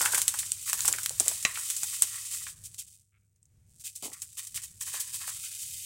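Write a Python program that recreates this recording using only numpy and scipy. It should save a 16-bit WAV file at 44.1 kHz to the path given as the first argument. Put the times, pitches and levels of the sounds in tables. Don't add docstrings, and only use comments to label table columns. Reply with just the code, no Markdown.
import sys
import numpy as np
from scipy import signal
from scipy.fft import rfft, irfft, next_fast_len
from scipy.io import wavfile
from scipy.ndimage import map_coordinates

SR = 44100
rng = np.random.default_rng(int(sys.argv[2]) if len(sys.argv) > 2 else 0)


def output_pcm(signal):
    pcm = np.clip(np.atleast_2d(signal).T, -1, 1) * 32767
    wavfile.write(sys.argv[1], SR, np.round(pcm).astype(np.int16))


N = 258117

# (frequency [Hz], relative level [dB])
WALL_SPECTRUM = [(150, -35.5), (450, -27.5), (750, -19), (900, -15), (1060, 3), (1320, -0.5), (1520, -6.5),
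                 (1850, 7.5), (2200, -1), (2800, -10), (4000, -23), (8000, -62.5)]
CLICK_SPECTRUM = [(100, -47), (500, -38), (1200, -19.5), (3000, -10.5), (5000, -9), (6500, -2.5), (7900, 3),
                  (9200, 0.5), (11000, -5), (16000, -12)]


def amp(db):
    return 10 ** (np.asarray(db) / 20)


def unit(x):
    return x / np.sqrt(np.mean(x ** 2) + 1e-20)


def along(points, hz):
    f, v = np.transpose(points)
    return np.interp(np.log(hz + 1), np.log(f), v)


def curve(points):
    return np.interp(np.arange(N) / SR, *np.transpose(points))


def wobble(rate):
    knots = rng.standard_normal(int(N * rate / SR) + 4)
    return map_coordinates(knots, [np.arange(N) * rate / SR])


def impulse(spectrum, size=2048):
    cepstrum = irfft(np.log(amp(along(spectrum, np.fft.rfftfreq(size, 1 / SR)))))
    cepstrum[1:size // 2] *= 2
    cepstrum[size // 2 + 1:] = 0
    click = irfft(np.exp(rfft(cepstrum)))
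    return click / np.linalg.norm(click)


def coloured(x, spectrum):
    return signal.fftconvolve(x, impulse(spectrum))[:len(x)]


def resonate(x, modes):
    f = np.fft.rfftfreq(len(x), 1 / SR)
    gain = sum(amp(db) * 1j * f * width / (hz * hz - f * f + 1j * f * width) for hz, width, db in modes)
    return irfft(rfft(x) * gain, len(x))


def glide(x, speed):
    return map_coordinates(x, [np.cumsum(speed) % (N - 1)], mode="nearest")


def add(track, s, sound):
    rest = track[max(0, round(s * SR)):]
    rest[:len(sound)] += sound[:len(rest)]


def impacts(per_second, spread_db, size=N):
    chance = np.clip(per_second / SR, 1e-4, 1)
    sizes = unit(amp(spread_db * np.clip(rng.standard_normal(size), -3, 3)))
    return (rng.random(size) < chance) * rng.choice([-1, 1], size) * sizes / np.sqrt(chance)


def surge(start, length, onset_power=0.45, swell_power=0.93, settle_s=0.0063):
    age = np.arange(N) / SR - start
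    swell = np.sin(np.pi * np.clip(age / length, 0, 1)) ** 2
    settling = np.exp(-np.maximum(age - length, 0) / settle_s)
    return (age > 0) * (onset_power + swell_power * swell) * settling


def flow(rattle_db=-14, emptying_db_per_s=0.62, clump_db=1.18):
    # (time [s], level [dB])
    first_pour = [(0, -29), (.1, -34.5), (.19, -32.5), (.26, -40.5), (.37, -37), (.58, -44), (.7, -38.5),
                  (.86, -34), (.97, -38.5), (1.17, -42), (1.28, -34.5), (1.52, -42), (1.59, -36),
                  (2.1, -38.5), (2.49, -41.5), (2.55, -57), (2.95, -55.5), (3.11, -83.5)]
    second_pour = [(3.62, -85), (3.69, -69.5), (3.78, -62.5), (4.08, -52.5), (4.3, -53.5), (4.6, -52),
                   (4.78, -58.5), (4.87, -43.5), (5.85, -41.5)]
    # (time [s], duration [s], hiss level [dB], rattle level [dB])
    shakes = [(0.66, .044, -33.5, -45.5), (1.933, 0.032, -34.5, -45.5), (2.303, .08, -37, -50),
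              (2.638, .03, -39.5, -53.5), (2.781, .033, -38, -49), (3.795, 0.037, -50.5, -77),
              (3.839, .054, -39.5, -48), (3.954, 0.015, -38, -59), (4.024, 0.052, -37, -45),
              (4.128, 0.016, -42.5, -53), (4.371, .036, -37.5, -46.5), (4.423, .035, -44.5, -56.5),
              (4.467, 0.0097, -39.5, -57), (4.544, .043, -35, -45.5), (4.619, 0.04, -40.5, -54.5),
              (4.807, .026, -35, -46.5), (4.859, .04, -37, -49.5), (4.93, 0.054, -36.5, -44.5),
              (4.998, 0.014, -29, -50.5), (5.126, 0.045, -37, -48), (5.204, .028, -38.5, -45),
              (5.27, 0.044, -36, -48), (5.348, 0.025, -44.5, -56), (5.43, .043, -39.5, -45.5),
              (5.614, 0.021, -40, -68)]
    stream = amp(curve(first_pour + second_pour))
    inside = stream * amp(rattle_db + emptying_db_per_s * np.arange(N) / SR)
    power = np.array([stream, inside]) ** 2
    for start, length, hiss_db, inside_db in shakes:
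        power += np.outer(amp([hiss_db - 1, inside_db - 2]) ** 2, surge(start, length))
    return np.sqrt(power) * amp(clump_db * wobble(90))


def wall_rustle(drive, drive_db=-9, taut_db_per_octave=-14):
    # (time [s], nominal frequency [Hz])
    taut = [(0, 853), (.3, 998), (.55, 1350), (.8, 997), (1.55, 1152), (2.45, 1148), (2.7, 1744),
            (3.15, 1303), (3.9, 1706), (4.1, 1158), (4.95, 1038), (5.3, 1072), (5.5, 1526), (5.85, 1890)]
    # (time [s], duration [s], level [dB])
    bursts = [(0, 0.11, -39), (0.127, 0.031, -36), (0.664, 0.054, -48.5), (2.104, 0.097, -51),
              (3.123, .06, -76), (3.22, .03, -83.5), (4.118, 0.073, -58), (4.864, 0.022, -51),
              (4.933, 0.091, -51), (5.205, 0.044, -50), (5.266, 0.066, -55.5)]
    pitch_ratio = curve(taut) / 1100
    driven = drive * amp(drive_db + taut_db_per_octave * np.log2(pitch_ratio))
    burst_power = sum(amp(db) ** 2 * surge(start, length) for start, length, db in bursts)
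    envelope = np.sqrt(driven ** 2 + burst_power) * amp(2.8 * wobble(60))
    texture = coloured(impacts(1500, spread_db=6.5), WALL_SPECTRUM)
    return envelope * unit(glide(texture, pitch_ratio))


def pour(full_db=-38, trickle_db=-48, sheen_db=-8, stray_db=-11):
    # (frequency [Hz], relative level [dB])
    grain_spectrum = [(300, -50.5), (1200, -48), (2200, -29), (3000, -22), (5000, -13), (6500, -7),
                      (7900, -1), (9200, -3), (11000, -12), (16000, -21)]
    sheen_spectrum = [(2000, -39), (6000, -18), (9000, 2.5), (11000, -1.5), (13500, -5.5), (16000, -4)]
    # (time [s], gain [dB])
    sizzle = [(0, -1), (.45, -3), (.8, 5), (1.45, -2), (1.7, 1), (2.4, -1.5), (3.7, 1), (5, 1.5), (5.85, 4)]
    # (frequency [Hz], bandwidth [Hz], gain [dB])
    cavity_modes = [(2104, 110, -3.5), (2578, 68, 0), (3090, 480, 1), (3704, 350, 1.5), (4437, 420, -0.5),
                    (4847, 120, 1), (5575, 660, -6)]
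    hiss, inside = flow()
    fullness = hiss / amp(full_db)
    hits = hiss * impacts(250 + 6000 * fullness, spread_db=1.5)
    sheen = amp(sheen_db + curve(sizzle)) * np.minimum(fullness, 2) ** 0.3
    grains = coloured(hits, grain_spectrum) + coloured(hits * sheen, sheen_spectrum)
    strays = coloured(hiss * amp(stray_db) * impacts(40, spread_db=1.5), CLICK_SPECTRUM)
    stir = np.minimum(hiss / amp(trickle_db), 1)
    taps = inside * stir ** 0.6 * impacts(200 + 2500 * fullness, spread_db=3.5)
    tap_spectrum = [(900, -31.5), (1700, -13), (2300, 1), (6000, -2.5), (10000, -14.5)]
    rattle = np.std(taps) * unit(resonate(coloured(taps, tap_spectrum), cavity_modes))
    return grains + strays + rattle + wall_rustle(inside * stir ** 2.4)


def appliance(hum_hz=100, hum_db=-68, rumble_db=-66.5):
    # (frequency [Hz], relative level [dB])
    rumble_spectrum = [(20, -12), (45, -8.5), (70, 1.5), (110, 0), (160, -4.5), (250, -22), (450, -26.5),
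                       (1000, -38.5), (2200, -35), (4000, -40), (8000, -31), (16000, -45.5)]
    # (time [s], gain [dB])
    drift = [(0, 7), (1.3, 4.5), (1.6, -2), (2.6, 3), (3.05, -6.5), (3.6, -4), (3.9, 0.5), (5.85, 1.5)]
    t = np.arange(N) / SR
    hum_rms = amp(hum_db + 1.7 * wobble(7.6))
    hum = hum_rms * np.sqrt(2) * np.sin(2 * np.pi * hum_hz * t + 0.95 * wobble(10))
    rumble = amp(rumble_db + 3.5 * wobble(11)) * coloured(rng.standard_normal(N), rumble_spectrum)
    return (hum + rumble) * amp(curve(drift))


def bumps(fade_t60=0.33, release_s=0.013):
    # (time [s], level [dB], duration [s], pitch [Hz])
    contacts = [(.004, -41.5, 0.18, 640), (0.132, -44.5, 0.25, 640), (0.727, -49.5, 0.016, 480),
                (0.877, -45.5, 0.16, 605), (1.204, -44.5, 0.015, 431), (1.262, -47, 0.041, 586),
                (2.022, -53.5, 0.0214, 408.2), (4.027, -44, 0.097, 453), (4.934, -58.5, 0.098, 850)]
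    # (frequency [Hz], relative level [dB])
    body_spectrum = [(50, -29.5), (150, -9.5), (290, 1.5), (500, 0.5), (720, -5.5), (950, -1.5),
                     (1300, -10.5), (2100, -31), (5000, -51.5)]
    out, t = np.zeros(N), np.arange(SR // 4) / SR
    for s, db, length, pitch_hz in contacts:
        push = amp(db - 60 * t / fade_t60) * np.exp(-np.maximum(t - length, 0) / release_s)
        body = [(hz * pitch_hz / 500, level) for hz, level in body_spectrum]
        add(out, s, coloured(push * impacts(2500, spread_db=7.5, size=len(t)), body))
    return out


def pops(flutter_db=-15, flutter_t60=0.087):
    # (time [s], peak level [dB], pitch [Hz])
    buckles = [(.009, -18, 1246), (.058, -13, 1510), (.147, -17, 1818), (.179, -21.5, 1120),
               (.341, -28.5, 1290), (.43, -32, 1680), (.73, -26.5, 1119), (0.793, -26.5, 1837),
               (.849, -25, 1155), (.882, -24, 1090), (.937, -21, 1778), (.984, -26, 1560),
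               (1.059, -28, 2550), (1.106, -36.5, 617), (1.204, -29, 716), (1.273, -32.5, 2030),
               (1.314, -34, 753), (1.556, -24, 2320), (1.573, -26, 1390), (1.832, -31.5, 1140),
               (2.02, -32, 1014), (2.467, -28.5, 1679), (4.574, -30, 2507), (4.875, -39, 1180),
               (4.943, -32, 1073), (5.215, -35, 1510), (5.278, -30.5, 1090)]
    out, t = np.zeros(N), np.arange(SR // 8) / SR
    for s, db, hz in buckles:
        patch = [(hz / 6, -36), (hz / 2, -15), (hz * 0.72, -3), (hz, 0),
                 (hz * 2.14, -9), (hz * 4, -27), (hz * 8, -42)]
        tick = impulse(patch)
        add(out, s + .001, amp(db) * tick / np.abs(tick).max())
        flutter = amp(db + flutter_db - 60 * t / flutter_t60) * impacts(3400, spread_db=9, size=len(t))
        add(out, s + .001, coloured(flutter, patch))
    return out


def snaps(lone_hz=7450, lone_db=-32, rise_hz_per_db=61,
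          ping_t60=0.0024, stutter_t60=0.0061, crumple_t60=0.092):
    # (time [s], click level [dB], gain either side of that peak [dB], crumple level [dB])
    clicks = [(0.015, -4.5, 4.5, -21), (.053, -7, 0.5, -21.5), (0.122, -13.5, 7.5, -22.5),
              (0.1457, -6, 5, -20.5), (0.1754, -16.5, 1.5, -23), (.181, -11, 1.5, -29.5),
              (.2172, -5, 1, -25), (0.2803, 0, -1.5, -21), (0.34, -12.5, -3.5, -35),
              (0.3892, -11.5, -0.5, -23.5), (.519, -7, -8.5, -40.5), (.6981, -9.5, -1, -32.5),
              (.7312, -3.5, 7.5, -26.5), (0.8063, -9, -4.5, -38.5), (.8553, -7.5, -1, -26.5),
              (.879, -3, -7.5, -20.5), (.9272, -6, -4, -37), (0.986, -16.5, 5.5, -44.5),
              (1.0327, -12.5, 0, -31.5), (1.061, -0.5, 11, -40.5), (1.0947, -9.5, -4, -47),
              (1.199, 0.5, -14, -25), (1.2032, -5.5, -6.5, -30), (1.2812, -0.5, -3.5, -25),
              (1.4273, -16.5, -6.5, -33.5), (1.7013, -8, -2, -25.5), (1.7652, -17, -2, -30.5),
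              (1.8333, -8.5, -4, -29.5), (2.022, 2, -7.5, -20), (2.745, -24.5, -0.5, -51.5),
              (3.3618, -55, -20, -76), (3.4293, -44.5, -32, -73), (3.4553, -47.5, -37, -74),
              (4.2191, -21, -12.5, -32), (4.8114, -19.5, -7, -46.5), (5.0115, -17, -0.5, -32),
              (5.5504, -22, -4, -47.5)]
    out, t = np.zeros(N), np.arange(SR // 8) / SR
    for s, db, breadth_db, crumple_db in clicks:
        peak_hz = lone_hz + rise_hz_per_db * max(crumple_db - lone_db, 0)
        skirts = [(3500, breadth_db), (6500, 0), (9200, 0), (12000, breadth_db - 1)]
        spectrum = [(hz * peak_hz / 7900, level + along(skirts, hz)) for hz, level in CLICK_SPECTRUM]
        crack = impulse(spectrum)
        age = t[:len(crack)]
        ping = 0.15 * np.cos(2 * np.pi * peak_hz * age) * amp(-60 * age / ping_t60)
        stutter = amp(-11 - 60 * age / stutter_t60) * impacts(9000, spread_db=1, size=len(age))
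        click = signal.fftconvolve(crack + ping, (age == 0) + stutter)
        add(out, s, amp(db - 2) * click / np.abs(click).max())
        crumple = amp(crumple_db - 60 * t / crumple_t60) * impacts(7000, spread_db=2.5, size=len(t))
        add(out, s + .001, coloured(crumple, CLICK_SPECTRUM))
    return out


def knock(jolt_t60=0.045, shiver_t60=0.32, thump_hz=230, thump_t60=0.011):
    # (time [s], peak level [dB])
    blows = [(1.451, -2.5)]
    # (frequency [Hz], relative level [dB])
    blow_spectrum = [(30, -22), (100, -9.5), (700, -3.5), (1400, -16), (2100, 8), (4500, -3.5), (7500, 2),
                     (10000, -16.5), (16000, -24.5)]
    # (frequency [Hz], relative level [dB], t60 [s])
    shell_modes = [(1181, -8, 0.034), (1490, -15, .02), (1862, 1.5, .03), (2237, -5.5, .028),
                   (2500, -19, .03), (2670, -6.5, 0.02), (3220, -16, .025), (3750, -11.5, .02),
                   (4060, 0, .02), (5760, -2, 0.0069), (6330, -6, .02)]
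    out, t = np.zeros(N), np.arange(SR // 4) / SR
    click = impulse(blow_spectrum)
    ring = sum(amp(db - 60 * t / t60) * np.sin(2 * np.pi * (hz * t + rng.random()))
               for hz, db, t60 in shell_modes)
    jolt = coloured(amp(-60 * t / jolt_t60) * impacts(11000, spread_db=1.5, size=len(t)), blow_spectrum)
    shiver = coloured(amp(-60 * t / shiver_t60) * rng.standard_normal(len(t)), WALL_SPECTRUM)
    thump = amp(-60 * t / thump_t60) * np.sin(2 * np.pi * thump_hz * t)
    response = amp(-17) * ring + amp(-19) * jolt + amp(-35) * shiver + amp(-25) * thump
    for s, db in blows:
        add(out, s, amp(db) * click / np.abs(click).max())
        add(out, s, amp(db) * response)
    return out


def kitchen(x, early_db=-15, early_t60=0.063, tail_db=-24):
    # (frequency [Hz], t60 [s])
    decay_times = [(200, 0.35), (1000, 0.87), (2500, 0.54), (8000, 0.44), (16000, 0.063)]
    hz, t, noise = signal.stft(rng.standard_normal(SR // 2), SR, nperseg=256)
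    decay = amp(-60 * t / along(decay_times, hz)[:, None])
    tail = signal.istft(noise * decay, SR, nperseg=256)[1]
    t = np.arange(len(tail)) / SR
    early = rng.standard_normal(len(t)) * amp(-60 * t / early_t60) * (t > .001)
    tail = tail * (t > .006)
    response = amp(early_db) * early / np.linalg.norm(early) + amp(tail_db) * tail / np.linalg.norm(tail)
    return signal.fftconvolve(x, response)[:N]


def scene():
    bright = pour() + snaps()
    hollow = pops() + knock()
    reverberation = kitchen(bright + amp(5.5) * hollow)
    return (bright + hollow + reverberation + bumps() + appliance())[None]


def record(dry):
    cutoff_hz = 15900
    size = next_fast_len(N + SR // 2)
    passband = np.fft.rfftfreq(size, 1 / SR) < cutoff_hz
    return irfft(rfft(dry, size) * passband, size)[:, :N]


dry = scene()
out = record(dry)
output_pcm(out)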